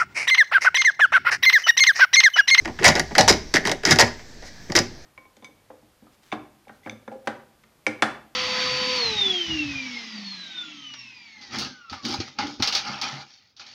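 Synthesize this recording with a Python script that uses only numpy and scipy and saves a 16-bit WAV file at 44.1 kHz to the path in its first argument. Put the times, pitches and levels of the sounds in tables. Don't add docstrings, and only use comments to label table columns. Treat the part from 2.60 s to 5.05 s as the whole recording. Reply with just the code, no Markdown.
import sys
import numpy as np
from scipy import signal
from scipy.fft import rfft, irfft
from scipy.io import wavfile
from scipy.ndimage import uniform_filter1d, minimum_filter1d

SR = 44100
rng = np.random.default_rng(int(sys.argv[2]) if len(sys.argv) > 2 else 0)


def wrap_up_sound(samples):
    columns = np.atleast_2d(samples).T
    tamed = np.clip(columns, -1, 1)
    steps = np.round(tamed * 32767).astype(np.int16)
    wavfile.write(sys.argv[1], SR, steps)


def voltage_ratio(level):
    return 10 ** (np.asarray(level, float) / 20)


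N = 108045

# start_s, level_db, boom_db, crack_db, rattle_s
KNOCK_EVENTS = [(0.014, -57, 1, 11, 0.006), (0.048, -24.5, -5.5, -10, 0.014),
                (0.0765, -28, -1.5, -8.5, 0.0091), (0.091, -39, 10, -12, 0.016),
                (0.1886, -21.5, -7, -11, 0.014), (0.213, -32, -7, -2, 0.014), (.224, -22.5, 2, -14, 0.0089),
                (0.231, -14, -6, -6.5, 0.015), (0.2434, 6.5, -7.5, -3.5, 0.022),
                (0.2793, -6, -0.5, 2, 0.0095), (0.305, -13, -21, -16, 0.016),
                (0.353, -14.5, -5, -4, 0.0078), (0.361, -13.5, 0, -6.5, 0.02),
                (0.3951, -17.5, -3.5, 2.5, 0.0052), (0.509, -35, 3, -17, 0.0053),
                (0.516, -34, 0, -11, 0.012), (0.5515, -11.5, -6.5, -8.5, 0.0098),
                (0.5814, 2.5, -3, -1.5, 0.0074), (0.6094, -15, 8, 4.5, 0.0041),
                (0.6784, -8.5, 2.5, 0.5, 0.012), (.683, -0.5, -3.5, 3.5, 0.015),
                (0.725, -15.5, -2, -5, 0.0041), (0.738, -30, 1, -9, .01), (0.9393, -12.5, -4, 3, 0.012),
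                (0.953, -12.5, -15, -14, 0.0021), (0.959, -15.5, 0.5, -4.5, 0.0018),
                (0.9666, -12, -16.5, -5.5, 0.0071), (1.008, -44, 12, 2, 0.0091),
                (1.038, -34, -8, -13, 0.0045), (1.052, -15.5, -5, -2.5, 0.013),
                (1.072, -21.5, 1, 1.5, 0.0025), (1.079, -19, 3.5, -3, 0.01), (1.094, -14, -2, -7, 0.0068),
                (1.1152, -16, -6.5, -1.5, 0.005), (1.234, -24, -3, -6.5, 0.0092),
                (1.2515, -10, -7, 0, 0.011), (1.262, -8, -8, -5, 0.052), (1.309, 0.5, -11, -1, 0.015),
                (1.3587, -18.5, -4, -3.5, 0.0073), (1.387, -6.5, -6.5, -3, 0.0052),
                (1.3955, 0.5, -3, 2, 0.015), (1.423, -11.5, 1.5, -16, 0.014), (1.477, -31.5, 8, -6, 0.0071),
                (1.592, -36, -5, -11, 0.014), (1.823, -35, -0.5, -6, 0.018), (1.848, -36.5, -9, 2.5, 0.033),
                (2.099, -33, 7.5, -6.5, 0.0069), (2.12, -28.5, 2, 0, 0.0023), (2.152, -8, -10, -1.5, 0.015),
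                (2.1627, -13.5, 1, 8, 0.0073), (2.176, -9.5, -5, -16, 0.011), (2.1884, -17, 0, 4, 0.0043)]
# pitch_hz, relative level_db, t60_s
HOUSING_MODES = [(465, -1, 0.033), (566, 1, 0.099), (628.5, 3.5, 0.039), (749, 3.5, 0.034),
                 (809.3, 4.5, 0.072), (951, 4.5, 0.016), (1055, -1, 0.063), (1164, -5.5, 0.045)]
# pitch_hz, relative level_db, t60_s
LENS_MODES = [(1274.4, -8.5, 0.016), (1457, -4, 0.038), (1688, -0.5, 0.017), (1864, 0, 0.035),
              (1950, 0.5, 0.046), (2107, 2, 0.029), (2274, -1.5, 0.0099), (2720, -7.5, 0.012),
              (2905, -9.5, 0.038), (3228, -7, 0.0074)]
# pitch_hz, relative level_db, t60_s
RIB_MODES = [(3877, -2, 0.011), (4197, -5.5, 0.037), (4600, 1, 0.0084), (5010, 1.5, 0.023),
             (5267, -0.5, 0.013), (5710, 1, 0.014), (6100, 0, 0.005), (6766, -4, 0.014),
             (6890, -5.5, 0.012), (7790, -6.5, 0.002), (8880, -11, .003), (10100, -13, .002),
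             (11960, -16.5, 0.0024), (14700, -20.5, 0.0014)]
# start_s, relative level_db, favoured pitch_hz, push_s
THUD_EVENTS = [(0.009, -33, 61.9, 0.025), (0.053, -24.5, 339, 0.036), (0.093, -23.5, 166, 0.0059),
               (0.186, -28, 96.9, 0.029), (0.21, -18.5, 420, 0.042), (0.247, -6, 64.6, 0.008),
               (0.277, -14.5, 171, 0.023), (0.349, -18.5, 318, 0.032), (0.394, -17.5, 133, 0.017),
               (0.508, -26, 182, 0.017), (0.567, -18.5, 200, 0.015), (0.588, -13.5, 182, 0.021),
               (0.62, -20.5, 161, 0.045), (0.679, -20.5, 61.9, 0.018), (0.702, -8, 348, 0.01),
               (0.742, -18, 345, 0.012), (0.94, -9, 350, 0.005), (0.974, -20.5, 330, 0.014),
               (1.02, -30, 301, 0.017), (1.051, -15, 225, 0.012), (1.076, -20.5, 286, 0.039),
               (1.109, -29.5, 290, 0.018), (1.236, -21.5, 385, 0.022), (1.263, -14, 306, 0.022),
               (1.299, -9, 165, 0.02), (1.356, -20.5, 328, 0.032), (1.393, -16.5, 367, 0.025),
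               (1.42, -12.5, 125, 0.01), (1.825, -40.5, 420, 0.0079), (2.096, -18, 230, 0.0086),
               (2.15, -13.5, 420, 0.017), (2.185, -15.5, 383, 0.02)]
# pitch_hz, relative level_db, t60_s
PANEL_MODES = [(37.7, -8, 0.32), (66.6, -5, 0.45), (99, -6, 0.2), (123.7, -6, 0.22), (159, -3, 0.13),
               (208, -4, 0.095), (240.5, -3.5, 0.29), (275, -3, 0.084), (337.5, 1, 0.06), (398.5, 0, 0.023)]
# pitch_hz, relative level_db (per Hz), t60_s
WALL_ECHO = [(60, 4.5, 0.43), (298, 2, 0.46), (990, 4, 0.27), (3030, 2, 0.32), (6050, -1.5, 0.3),
             (9250, -1, 0.24), (14100, 3, 0.21)]
# pitch_hz, relative level_db (per Hz)
MURMUR_SPECTRUM = [(15, -27), (25, -4.5), (53, -12), (120, -18.5), (194, -21.5), (324, -23), (542, -27.5),
                   (1060, -30.5), (1220, -42.5), (1590, -26), (2330, -32.5), (2970, -40.5), (3220, -35),
                   (5670, -28.5), (8970, -54.5), (14200, -54.5), (15800, -60)]


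def unit(x):
    return x / np.sqrt(np.mean(x ** 2))


def unit_energy(h):
    return h / np.sqrt(np.sum(h ** 2))


def ring(modes):
    t = np.arange(SR // 3)[:, None] / SR
    hz, level_db, t60 = np.array(modes).T
    t60 = np.maximum(t60, 0.001)
    wave = np.sin(2 * np.pi * hz * t) * (-1.0) ** np.arange(len(hz))
    decay = np.exp(-np.log(1000) * t / t60)
    h = (voltage_ratio(level_db) / np.sqrt(t60) * decay * wave).sum(axis=1)
    return unit_energy(h)


def bands(length, lowest_hz=27.27):
    f = np.fft.rfftfreq(length, 1 / SR) + 1
    for hz in lowest_hz * 2 ** (np.arange(28) / 3):
        shape = np.cos(np.pi / 2 * np.clip(3 * np.log2(f / hz), -1, 1))
        yield hz, irfft(rfft(rng.standard_normal(length)) * shape, length)


def walk(rate):
    hold = int(SR / rate)
    steps = np.repeat(rng.standard_normal(N // hold + 1), hold)
    return 1.3 * uniform_filter1d(uniform_filter1d(steps, hold), hold)[:N]


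def contacts():
    rate_per_s, spread_db = 2200, 2.8
    chance, luck = rng.random((2, N))
    size = (chance < rate_per_s / SR) * voltage_ratio(-spread_db * np.log(luck + 1e-9))
    return unit(size * np.sign(rng.standard_normal((3, N))))


def knocks():
    level_db, blow_db, rattle_db = -5.5, 14, -9
    blow_s, settle_s = 0.001, 0.0084
    soft_s = 0.012
    rise_share = 0.15
    grit_share = 0.6
    t = np.arange(N) / SR
    rattle_power, blows = np.zeros((2, 3, N))
    for start_s, db, boom_db, crack_db, rattle_s in KNOCK_EVENTS:
        i = int(start_s * SR)
        span = slice(i, i + SR // 5)
        age = np.maximum(t[span] - start_s, 0)
        rise = 1 - np.exp(-age / (rise_share * rattle_s))
        settle = np.exp(-np.maximum(age - rattle_s, 0) / settle_s)
        gain = voltage_ratio([[db + boom_db], [db], [db + crack_db]])
        rattle_power[:, span] += (gain * rise * settle) ** 2
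        blows[:, span] += gain * np.exp(-age / blow_s) / (1 + (rattle_s / soft_s) ** 2)
    chatter = contacts() + grit_share * rng.standard_normal((3, N))
    force = np.sqrt(rattle_power) * voltage_ratio(rattle_db) * chatter
    force += voltage_ratio(blow_db) * blows * np.sign(rng.standard_normal((3, N)))
    bodies = ring(HOUSING_MODES), ring(LENS_MODES), ring(RIB_MODES)
    return voltage_ratio(level_db) * sum(signal.fftconvolve(f, h)[:N] for f, h in zip(force, bodies))


def thuds():
    level_db, jolt_db, favour_db_per_octave = -6.5, 20, 6.5
    out = np.zeros(N + SR)
    age = np.arange(SR // 10) / SR
    for start_s, db, near_hz, push_s in THUD_EVENTS:
        force = rng.standard_normal(len(age)) * np.exp(-0.5 * (age / push_s) ** 2)
        force[0] = voltage_ratio(jolt_db)
        modes = []
        for hz, mode_db, t60 in PANEL_MODES:
            octaves_off = abs(np.log2(hz / near_hz))
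            modes.append((hz, mode_db - favour_db_per_octave * octaves_off, t60))
        sound = voltage_ratio(db + level_db) * signal.fftconvolve(force, ring(modes))
        i = int(start_s * SR)
        out[i:i + len(sound)] += sound
    return out[:N]


def microphone(x):
    low_hz, high_hz = 29, 14000
    return signal.sosfilt(signal.butter(2, [low_hz, high_hz], "band", fs=SR, output="sos"), x)


def walls(x):
    level_db, build_up_s = -14.5, 0.0027
    t = np.arange(SR // 2) / SR
    hz, band_db, t60 = np.array(WALL_ECHO).T
    h = np.zeros(len(t))
    for centre, band in bands(len(t)):
        gain = voltage_ratio(np.interp(np.log(centre), np.log(hz), band_db))
        band_t60 = np.interp(np.log(centre), np.log(hz), t60)
        h += band * gain * np.exp(-np.log(1000) * t / band_t60)
    h *= 1 - np.exp(-(t / build_up_s) ** 2)
    return voltage_ratio(level_db) * signal.fftconvolve(x, unit_energy(h))[:N]


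def murmur():
    level_db, swell_db, flicker_db = -45, 1.0, 1.5
    hz, band_db = np.array(MURMUR_SPECTRUM).T
    swell = swell_db * walk(6.09)
    out = np.zeros(N)
    for centre, band in bands(N):
        colour = np.interp(np.log(centre), np.log(hz), band_db)
        out += band * voltage_ratio(colour + swell + flicker_db * walk(12))
    return unit(out) * voltage_ratio(level_db)


def scene():
    near = microphone(knocks() + thuds())
    return (near + walls(near) + murmur())[None]


def low_pass(x):
    return signal.sosfilt(signal.butter(12, 16480, fs=SR, output="sos"), x)


def record(dry):
    ceiling, hardness = 0.77, 6.0
    look_s, top_hz, offset = 0.0006, 15300, 0.0048
    look = int(look_s * SR)
    need = (0.5 + np.abs(dry / ceiling) ** hardness) ** (-1 / hardness)
    gain = uniform_filter1d(minimum_filter1d(need, look), look)
    cut = signal.sosfilt(signal.butter(8, top_hz, fs=SR, output="sos"), dry * gain)
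    return low_pass(cut + offset)


dry = scene()
out = record(dry)
wrap_up_sound(out)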